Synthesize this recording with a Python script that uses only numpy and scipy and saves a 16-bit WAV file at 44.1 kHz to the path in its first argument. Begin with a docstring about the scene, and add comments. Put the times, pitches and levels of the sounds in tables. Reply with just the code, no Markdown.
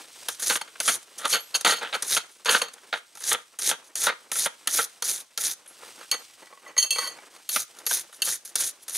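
"""Cramped workshop, at the vise: a wire brush is pushed in short strokes over a steel fitting on a bent tube,
held by hand. Random slips of the wire tips scratch, freed wires sing as dying sines, and knocks and grinds
drive resonances of brush back, vise and gripped tube. Turned over, the loose tube rings as it drags and bumps;
jackets rustle as coloured, creasing noise. Two close microphone ports hear it all, with short room echoes."""
import sys
import numpy as np
from scipy import signal
from scipy.fft import rfft, irfft, next_fast_len
from scipy.io import wavfile

SR = 44100
rng = np.random.default_rng(int(sys.argv[2]) if len(sys.argv) > 2 else 0)


def store_wav(level_fs):
    """Save 16-bit WAV to argv[1]."""
    pcm = np.round(np.clip(np.atleast_2d(level_fs), -1, 1) * 32767)
    wavfile.write(sys.argv[1], SR, pcm.T.astype(np.int16))


N = 395577


def amp(db):
    """Gain of a level in dB."""
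    return 10 ** (np.asarray(db) / 20)


def rms_one(x):
    """Scale to unit rms."""
    return x / np.sqrt(np.mean(x ** 2) + 1e-20)


def at_hz(points, hz):
    """Read a spectrum table on a log-frequency axis."""
    p = np.array(points, float)
    return np.interp(np.log(np.maximum(hz, 1)), np.log(p[:, 0]), p[:, 1])


def colour(x, spectrum):
    """Causal (minimum-phase) filter of the given spectrum, unit power gain."""
    log_gain = np.log(amp(at_hz(spectrum, np.fft.rfftfreq(4096, 1 / SR))))
    cepstrum = irfft(log_gain)
    # folding the cepstrum onto positive times makes the phase minimal
    cepstrum[1:2048] *= 2
    cepstrum[2049:] = 0
    h = irfft(np.exp(rfft(cepstrum)))
    return signal.oaconvolve(x, h / np.linalg.norm(h))[:N]


def resonances(x, modes):
    """Parallel two-pole resonances, signs alternating, unit power gain."""
    pulse = np.zeros(8192)
    pulse[0] = 1
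    h = 0
    for k, (hz, width_hz, db) in enumerate(modes):
        r = np.exp(-np.pi * width_hz / SR)
        poles = [1, -2 * r * np.cos(2 * np.pi * hz / SR), r * r]
        ring = signal.lfilter([1 - r * r, 0, r * r - 1], poles, pulse)
        h = h + (-1) ** k * amp(db) * ring
    return signal.oaconvolve(x, h / np.linalg.norm(h))[:N]


def slow(rate_hz):
    """Slowly wandering chance: noise through two equal low-pass poles, rms 1."""
    r = np.exp(-2 * np.pi * rate_hz / SR)
    noise = rng.standard_normal(N + SR)
    return rms_one(signal.lfilter([1], [1, -2 * r, r * r], noise)[SR:])  # first second settles unheard


def slips(per_s, spread_db, clump_db, clump_hz):
    """Small contacts let go at random, in uneven sizes and in clumps; rms 1."""
    sizes = amp(spread_db * np.minimum(rng.exponential(1, N), 5))
    signed = sizes * rng.choice([-1, 1], N)
    happens = rng.random(N) < per_s / SR
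    return rms_one(signed * happens * amp(clump_db * slow(clump_hz)))


def along(tables, fade_s):
    """Gains in time from one table per contact; silent while nothing touches."""
    t = np.arange(N) / SR
    gains = np.zeros((len(tables[0][0]) - 1, N))
    for rows in tables:
        s, *levels = np.transpose(rows)
        inside = (t >= s[0]) & (t < s[-1])
        fade = np.minimum((t[inside] - s[0]) / fade_s, 1)
        gains[:, inside] += fade * amp([np.interp(t[inside], s, db) for db in levels])
    return gains


def held(events, sag_db_per_s, end_db_per_s):
    """Each contact holds while it sags slowly, then falls away by 50 dB."""
    tables = []
    for s, hold_s, *db in events:
        sag_db = sag_db_per_s * hold_s
        tables.append([(s, *db),
                       (s + hold_s, *np.subtract(db, sag_db)),
                       (s + hold_s + 50 / end_db_per_s, *np.subtract(db, sag_db + 50))])
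    return tables


def bursts(events, crest_db, t60_s, rise_s):
    """Each event is a short burst of contact per layer: quick rise, exponential fall."""
    t = np.arange(SR // 4) / SR
    gains = np.zeros((len(t60_s), N + len(t)))
    fall = np.exp(-np.log(1000) * t / np.array(t60_s)[:, None])
    shape = np.minimum(t / rise_s, 1) * fall
    for s, *levels in events:
        i = round(s * SR)
        gains[:, i:i + len(t)] += amp(np.add(levels, crest_db))[:, None] * shape
    return gains[:, :N]


def strikes(events, column):
    """One clean single-sample blow at the start of each event."""
    rows, out = np.array(events), np.zeros(N)
    out[np.round(rows[:, 0] * SR).astype(int)] = amp(rows[:, column])
    return out


def shifting(force, modes, shift_db, rate_hz):
    """The contact point wanders, so each mode is driven now harder, now softer; signs alternate."""
    shares = amp([db for hz, width_hz, db in modes]) * np.sqrt([width_hz for hz, width_hz, db in modes])
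    shares = shares / np.linalg.norm(shares) * (-1) ** np.arange(len(modes))
    rings = 0
    for share, mode in zip(shares, modes):
        rings = rings + share * resonances(force * amp(shift_db * slow(rate_hz)), [mode])
    # little reaches far beyond the modes
    span = [modes[0][0], 1.4 * modes[-1][0]]
    return signal.sosfilt(signal.butter(2, span, "band", fs=SR, output="sos"), rings)


# jackets and hiss around the vise: (time [s], low rustle level [dB], high rustle level [dB]), before stirring
RUSTLE_LEVELS = [(0.0, -47, -44), (0.07, -58, -52), (0.25, -56, -46), (0.6, -59, -54.5),
                 (1.398, -56.5, -53.5), (1.8, -47, -48.5), (2.3, -58.5, -55.5), (3.0, -62.5, -58.5),
                 (3.9, -59.5, -58.5), (4.95, -58, -55), (5.219, -62.5, -60.5), (5.618, -64.5, -59.5),
                 (5.87, -50, -47), (5.98, -50, -49), (6.07, -61.5, -49.5), (6.66, -57, -58.5),
                 (7.2, -52, -54), (7.65, -69.5, -57), (7.8, -55.5, -54), (8.75, -60.5, -58.5),
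                 (8.97, -54, -57)]
# cloth creasing, spectrum shape: (frequency [Hz], relative level [dB per Hz])
CREASE_SPECTRUM = [(18, -71.5), (30, -65.5), (97, -25.5), (334, -4.5), (382, -5.5), (510, -3.5), (694, -5),
                   (1170, -4), (3000, -11.5), (3900, -69), (6600, -120)]
# cloth and room hiss, spectrum shape: (frequency [Hz], relative level [dB per Hz])
HISS_SPECTRUM = [(1180, -12), (2000, -4.5), (3200, 0), (4610, -1), (6530, -1), (7060, -4), (8330, 0.5),
                 (14300, -15.5), (16000, -14.5)]
STIR_DB = 2.2   # the cloth moves unevenly


def rustle():
    """Cloth and room hiss: dense random slips, the low part sparser and coming in creases."""
    s, low_db, high_db = np.transpose(RUSTLE_LEVELS)
    t = np.arange(N) / SR
    stir = slow(15.0)
    low_gain = amp(np.interp(t, s, low_db) + STIR_DB * stir)
    high_gain = amp(np.interp(t, s, high_db) + STIR_DB / 2 * stir)
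    low = colour(low_gain * slips(3000, 2.64, 3.9, 17), CREASE_SPECTRUM)
    high = colour(high_gain * slips(15000, 2.9, 1.6, 80), HISS_SPECTRUM)
    return low + high


# the brush lands and catches, brush or fitting knocks; levels before crest and mix:
# (time [s], sharp part level [dB], dull part level [dB], gripped tube ringing level [dB])
KNOCK_EVENTS = [(0.2838, -9.5, -26.5, -63), (0.3455, -31, -63, -62), (0.395, -33, -39, -59),
                (0.4214, -16, -32.5, -49), (0.498, -16, -15.5, -11), (0.5554, -29, -14, -50),
                (0.612, -16, -29.5, -16), (0.6767, -41, -34, -34), (0.7544, -44, -39.5, -64),
                (0.801, -5.5, -24.5, -27), (0.876, -3, -38, -41), (1.0271, -31.5, -65, -62),
                (1.1812, -17, -45, -68), (1.2155, -33, -37, -54), (1.2519, -7, -25, -15.5),
                (1.3355, -15, -11, -30), (1.5445, -23, -29, -20), (1.6082, -13, -40, -47),
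                (1.6466, -6, -19, -17), (1.708, -17, -18, -16), (1.8267, -24, -25, -40),
                (1.928, -34, -43, -53), (1.943, -30, -43, -18), (2.0225, -5.5, -29.5, -42),
                (2.1191, -3, -41, -41), (2.1647, -21, -15, -19), (2.447, -17, -37, -52),
                (2.457, -11, -15.5, -33), (2.4904, -26, -9.5, -6), (2.5441, -20, -12.5, -40),
                (2.6154, -24, -17.5, -7), (2.682, -49, -40, -30), (2.734, -27, -43, -54),
                (2.778, -50, -44.5, -60), (2.9262, -49, -23, -32), (3.151, -24, -47, -58),
                (3.171, -23, -42, -58), (3.2062, -33, -40.5, -58), (3.238, -17, -54, -47),
                (3.328, -0.5, -43, -53), (3.5874, -12, -31, -61), (3.6196, -12, -40, -49),
                (3.69, -5, -20, -41), (3.7115, -14, -20, -38), (3.9536, -11, -34.5, -18),
                (4.0398, -11, -20, -36), (4.0664, -24, -13.5, -23), (4.0878, -22, -45, -34),
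                (4.3156, -7, -26, -42), (4.355, -14, -30.5, -35), (4.4584, -8.5, -13.5, -48),
                (4.6719, -5, -22, -14.5), (4.785, -21, -17, -45), (5.022, -10, -24, -15.5),
                (5.3747, -7.5, -29.5, -19.5), (5.511, -10.5, -43, -55), (5.531, -20, -47, -55),
                (5.6594, -36.5, -41.5, -62), (6.0274, -39, -40, -68), (6.1125, -3.5, -42, -7.5),
                (6.1394, -23, -20, -39), (7.362, -37, -45.5, -37), (7.4899, -7.5, -33, -15.5),
                (7.5597, -3, -17.5, -46), (7.7855, -29, -49, -61), (7.853, -29, -60, -55),
                (7.8644, -3.5, -32, -13), (7.9093, -18, -23, -41), (8.1256, -26.5, -41.5, -63),
                (8.2188, -12, -32, -4.5), (8.2894, -10, -47, -42), (8.449, -26, -63, -66),
                (8.5546, -1.5, -25.5, -18), (8.62, -13, -36, -45), (8.8802, -14, -38, -54),
                (8.894, -16, -50, -50)]
# brush back or fitting grinds on the vise; levels at its start, before mix:
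# (time [s], hold length [s], rumble level [dB], gripped tube ringing level [dB])
GRIND_EVENTS = [(0.496, 0.016, -23, -29), (0.876, .02, -20.5, -20.5), (1.19, 0.067, -38, -58),
                (1.24, 0.016, -26, -39), (1.325, 0.033, -20.5, -14), (1.54, 0.017, -30.5, -18.5),
                (1.647, 0.088, -18.5, -15), (1.76, 0.027, -55, -29), (1.81, 0.081, -34, -51),
                (1.925, 0.036, -27.5, -41), (2.165, 0.013, -28, -22), (2.456, 0.11, -19, -23),
                (2.616, 0.017, -29.5, -26), (2.927, 0.016, -22.5, -33), (3.31, 0.028, -23, -59),
                (3.713, 0.01, -30, -45), (4.066, 0.019, -18, -26), (4.46, .01, -38, -46),
                (4.786, 0.012, -23, -37), (6.005, 0.014, -40, -42), (8.22, 0.0067, -57, -29),
                (8.27, 0.011, -33.5, -33)]
GRIND_SAG_DB_PER_S, GRIND_END_DB_PER_S = 29.5, 502.5
BODY_UNDER_DB = 24.5   # how far below the wires the brush back is driven by their pressure


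def brush_contacts():
    """Driving gains of wires, body and gripped tube: strokes, grinds and knocks add in power."""
    knocks = bursts(KNOCK_EVENTS, crest_db=[-9., 1.5, 3.], t60_s=[.035, .055, .03], rise_s=0.0018)
    press = stroke_pressure()
    grinds = held(GRIND_EVENTS, GRIND_SAG_DB_PER_S, GRIND_END_DB_PER_S)
    grind, grind_ring = along(grinds, fade_s=0.0021)
    body = np.hypot(grind, press * amp(-BODY_UNDER_DB))
    return np.hypot([press, body, grind_ring], knocks)


# brush strokes, the faint ones on the way back; wire levels before mix:
# (time [s], swell length [s], sag length [s], level at landing [dB], level at full pressure [dB])
STROKE_EVENTS = [(0.29, 0.015, 0.042, -26, -34.5), (0.39, 0.11, .07, -33, -21),
                 (0.8, 0.089, 0.065, -35.5, -19.5), (1.176, 0.037, 0.041, -38, -44),
                 (1.256, 0.069, 0.025, -36, -20.5), (1.54, 0.017, 0.01, -45, -26.5),
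                 (1.65, 0.03, 0.056, -23, -23.5), (1.928, .02, 0.016, -47, -36),
                 (2.022, 0.11, .045, -41, -19.5), (2.29, .02, .08, -62, -54.5),
                 (2.458, 0.058, 0.081, -46, -21.5), (2.616, 0.0081, 0.013, -37, -33),
                 (2.93, 0.022, 0.037, -59, -44.5), (3.152, 0.15, 0.028, -52, -19),
                 (3.586, 0.087, 0.041, -35, -19.5), (3.82, 0.036, 0.029, -62, -51.5),
                 (3.953, 0.083, 0.037, -33.5, -19.5), (4.32, 0.075, 0.064, -34, -21),
                 (4.671, 0.088, 0.09, -36, -20), (5.022, 0.071, 0.12, -33.5, -23),
                 (5.378, 0.082, 0.061, -29.5, -24), (5.67, 0.012, 0.032, -52, -55),
                 (7.493, 0.058, .075, -35, -22), (7.76, .04, .03, -55, -57),
                 (7.867, 0.064, 0.08, -37, -22.5), (8.123, .015, 0.037, -46, -47),
                 (8.218, 0.066, .075, -31, -22.5), (8.45, 0.034, .015, -42, -44),
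                 (8.553, 0.067, 0.075, -33.5, -22.5), (8.81, 0.02, 0.0046, -60, -41.5),
                 (8.878, 0.093, 0.039, -44, -23.5)]
SAG_DB_PER_S, LIFT_DB_PER_S = 119, 957   # after full pressure; as the brush leaves
SWELL_HALF = 0.42   # share of the swell in dB reached at half its time


def stroke_pressure():
    """Each stroke lands, swells to full pressure, sags and lifts off."""
    tables = []
    for s, swell_s, sag_s, land_db, full_db in STROKE_EVENTS:
        after, = held([(s + swell_s, sag_s, full_db)], SAG_DB_PER_S, LIFT_DB_PER_S)
        halfway = (s + swell_s / 2, land_db + SWELL_HALF * (full_db - land_db))
        tables.append([(s, land_db), halfway] + after)
    return along(tables, fade_s=0.0096)[0]


# scratching wire tips, spectrum shape: (frequency [Hz], relative level [dB per Hz])
WIRE_SPECTRUM = [(180, -56.5), (300, -15.5), (572, -15.5), (1070, -18.5), (1540, -9.5), (1730, -8.5),
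                 (2940, -14), (3640, -3.5), (5150, -6), (6390, 2.5), (8050, -5.5), (9820, 0),
                 (13400, -14.5), (15600, -23)]
# wire tufts ring briefly as they slip: (frequency [Hz], width [Hz], relative level [dB])
TUFT_MODES = [(3590, 190, -6), (5510, 350, -7), (6240, 128, -29.5), (6050, 900, 19), (8610, 510, -25),
              (9470, 710, 31), (10400, 320, 26.5), (12740, 330, -38.5)]


def wire_scratch(wires):
    """Wire tips slip in clumps as coloured noise, and their tufts ring briefly."""
    tips = colour(wires * slips(8000, 3.2, 2.3, 90), WIRE_SPECTRUM)
    tufts = amp(-6.5) * resonances(wires * slips(2500, 3.5, 2.8, 60), TUFT_MODES)
    return patchy(tips + tufts, patchy_db=2.0, rate_hz=30.)


# brush angle: (time [s], extra treble level above 12 kHz [dB])
ANGLE_SHEEN = [(0, 4), (1.5, 0), (2.6, 0), (3.5, 1), (4.702, 4.5), (5.5, 5), (7.6, 8), (8.97, 5.5)]


def patchy(x, patchy_db, rate_hz):
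    """Tufts of wire touch in turn, so each band of the scratch swells on its own."""
    edges = np.geomspace(150, 17000, 15)
    s, sheen_db = np.transpose(ANGLE_SHEEN)
    sheen = np.interp(np.arange(N) / SR, s, sheen_db)
    out = 0
    for k, (low, high) in enumerate(zip(edges, edges[1:])):
        band = signal.sosfilt(signal.butter(2, [low, high], "band", fs=SR, output="sos"), x)
        lift = sheen * (high > 13000)   # only the top band
        out = out + (-1) ** k * band * amp(patchy_db * slow(rate_hz) + lift)
    return out


# brush back and vise: (frequency [Hz], width [Hz], relative level [dB])
BODY_MODES = [(185.4, 59, -18), (322, 123, -21), (457.4, 53, -6), (607, 240, -9.5), (893, 122, -6),
              (1201, 90, -3.5), (1343, 96, -1), (1569, 180, -4), (1878, 145, -4.5), (2160, 730, -9.5),
              (3200, 440, -6.5), (3720, 470, -8)]


def body_rumble(body):
    """Slips and clean dull blows shake the broad modes of brush back and vise."""
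    force = body * slips(2500, 3.3, 2.5, 40) + amp(11) * strikes(KNOCK_EVENTS, column=2)
    return shifting(force, BODY_MODES, shift_db=1.8, rate_hz=8.)


# steel tube and fitting, ringing freely: (frequency [Hz], width [Hz], relative level [dB])
TUBE_MODES = [(480, 40, -20), (620, 50, -24), (850, 40, -24), (1110, 32, -14), (1260, 30, -20),
              (1500, 60, -24), (1960, 24, -12), (2290, 30, -19), (2675, 14, -9), (3125, 30, -7),
              (3280, 40, -15), (4389, 20, 0), (4479, 16, -4), (4520, 30, -9), (6400, 30, -12),
              (6462, 26, -3), (7168, 12, -18), (8565, 15, -16), (8652, 20, -14), (10300, 60, -19),
              (10500, 60, -19), (10775, 25, -16), (11150, 60, -22), (11800, 50, -25), (12150, 40, -24),
              (12400, 30, -24), (13070, 30, -29), (14000, 30, -30), (14380, 30, -33), (15220, 40, -30)]
SOFT_TOP_HZ = 2400   # splits the tube's low modes, for soft contacts, from its high ones
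GRIP_DAMPING = 4.5   # a gloved grip widens the modes this many times


def gripped_tube(ring):
    """The hand damps the tube, so its high modes ring wide and short."""
    modes = [(hz, width_hz * GRIP_DAMPING, db) for hz, width_hz, db in TUBE_MODES if hz > SOFT_TOP_HZ]
    return resonances(ring * slips(5000, 3.0, 2.5, 60), modes)


def arm_push(wires):
    """The push of the arm: noise with the gain of the wires through two low resonances."""
    return resonances(wires * rng.standard_normal(N), [(118, 24, 1.0), (190, 120, -4.0)])


def brush():
    """Scratching wires, rumbling body, damped tube and the push of the arm share the same contacts."""
    wires, body, ring = brush_contacts()
    scratch = amp(-5.0) * wire_scratch(wires)
    rumble = body_rumble(body)
    ringing = amp(-8.0) * gripped_tube(ring)
    return scratch + rumble + ringing + amp(-38.0) * arm_push(wires)


# single wires spring free and sing: (time [s], frequency [Hz], starting level [dB], time to fall 60 dB [s])
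PING_EVENTS = [(1.31, 11650, -36, 0.39), (1.405, 12200, -43, .3), (1.405, 11300, -42, .12),
               (5.677, 9100, -43, 0.11), (5.677, 11060, -42.5, 0.19), (6.19, 12400, -51, .15),
               (7.49, 11690, -27, 0.14), (7.865, 11300, -23, 0.13), (8.22, 11690, -28, .12)]


def pings():
    """Each freed wire is one dying sine."""
    out, t = np.zeros(N + SR), np.arange(SR // 2) / SR
    for s, hz, db, t60_s in PING_EVENTS:
        i = round(s * SR)
        fall = np.exp(-np.log(1000) * t / t60_s)
        out[i:i + len(t)] += amp(db) * np.sin(2 * np.pi * hz * t) * fall
    return out[:N]


# the loose tube is dragged over the vise jaw; levels at its start, before mix:
# (time [s], hold length [s], high modes level [dB], low modes level [dB])
DRAG_EVENTS = [(6.115, 0.013, -28.5, -41), (6.66, .03, -64, -46.5), (6.775, 0.068, -22.5, -42),
               (6.907, 0.021, -26.5, -43), (6.956, 0.013, -29.5, -36.5), (6.982, 0.098, -26, -36.5)]
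# the loose tube bumps the vise; before crest and mix: (time [s], high modes level [dB], low modes level [dB])
BUMP_EVENTS = [(6.1146, -15.5, -52), (6.1401, -43, -30.5), (6.2979, -62, -55), (6.4255, -48, -46),
               (6.4694, -49, -40.5), (6.5244, -63, -33), (6.573, -64, -47), (6.664, -59, -50),
               (6.6776, -39, -57), (6.766, -30, -33.5), (6.779, -12, -29), (6.8269, -8.5, -39),
               (6.8433, -27, -54), (6.9063, -6, -48), (6.9574, -30, -25), (6.9844, -14, -25),
               (7.0726, -17.5, -32), (7.1854, -53, -36), (7.2035, -73, -62)]
DRAG_SAG_DB_PER_S, DRAG_END_DB_PER_S = 67, 398


def tube():
    """The loose tube rings freely: hard contacts sound the high modes, soft ones the low."""
    bumps = bursts(BUMP_EVENTS, crest_db=[-4., 4.5], t60_s=[.012, .025], rise_s=0.0006)
    drags = along(held(DRAG_EVENTS, DRAG_SAG_DB_PER_S, DRAG_END_DB_PER_S), fade_s=0.0017)
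    hard, soft = np.hypot(drags, bumps)
    blows = strikes(BUMP_EVENTS, column=1)
    high_modes = [mode for mode in TUBE_MODES if mode[0] > SOFT_TOP_HZ]
    low_modes = [mode for mode in TUBE_MODES if mode[0] < SOFT_TOP_HZ]
    hard_force = hard * slips(6000, 1.5, 3.0, 60) + amp(17.5) * blows
    high = shifting(hard_force, high_modes, shift_db=3., rate_hz=6.)
    soft_force = soft * slips(3000, 2.1, 3.3, 42)
    low = shifting(soft_force, low_modes, shift_db=3., rate_hz=8.)
    # the jaw's own crack and scrape
    scrape = amp(-12.5) * hard * rng.standard_normal(N)
    crack = colour(amp(-26) * blows + scrape, WIRE_SPECTRUM)
    return high + low + crack + amp(-9) * resonances(soft_force, BODY_MODES)


# the cramped room: (frequency [Hz], room over direct level [dB])
ROOM_ECHO = [(60, -24), (250, -20), (1000, -13), (3000, -13), (8000, -17), (15000, -24)]
ROOM_T60_S = .28


def workshop(x):
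    """Dense dying echoes, different at each microphone port."""
    t = np.arange(SR // 2) / SR
    fall = np.exp(-np.log(1000) * t / ROOM_T60_S) * (t > .002)   # starts 2 ms after the direct sound
    tails = rng.standard_normal((2, len(t))) * fall
    tails /= np.linalg.norm(tails, axis=1, keepdims=True)
    size = next_fast_len(N + len(t))
    tint = amp(at_hz(ROOM_ECHO, np.fft.rfftfreq(size, 1 / SR)))
    return irfft(rfft(x, size) * rfft(tails, size) * tint, size)[:, :N]


# direct sound at the two ports: (frequency [Hz], left over right level [dB])
PORT_LEVEL = [(60, -0.5), (110, 0.0), (200, -0.5), (380, -0.5), (700, -0.5), (1290, -0.5), (2380, -0.5),
              (4400, -0.5), (8120, 0.0), (15000, 0.0)]
# direct sound at the two ports: (frequency [Hz], phase by which left leads [rad])
PORT_LEAD = [(0, -0.21), (1380, -0.53), (4480, -0.3), (16200, 0.042)]


def scene():
    """The direct sound reaches two close ports with a small level and phase offset; the room adds echoes."""
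    x = brush() + tube() + pings() + rustle()
    size = next_fast_len(N + 2048)
    hz = np.fft.rfftfreq(size, 1 / SR)
    lead = np.interp(hz, *np.transpose(PORT_LEAD))
    half = amp(at_hz(PORT_LEVEL, hz) / 2) * np.exp(.5j * lead)   # half the offset on each side
    direct = irfft(rfft(x, size) * [half, 1 / half], size)[:, :N]
    return direct + workshop(x)


CUTOFF_HZ = 15900   # the top is 50 dB down from here


def record(dry):
    """The microphone drops the deep bass, peaks are rounded, the top is cut."""
    thin = signal.sosfilt(signal.butter(2, 95, "high", fs=SR, output="sos"), dry)
    # the amplifier's own low noise
    noise = signal.lfilter([.1], [1, -.99], rng.standard_normal(dry.shape))
    rounded = .9 * np.tanh((thin + amp(-87.5) * noise) / .9)
    return signal.sosfilt(signal.cheby2(20, 50, CUTOFF_HZ, fs=SR, output="sos"), rounded)


dry = scene()
out = record(dry)
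store_wav(out)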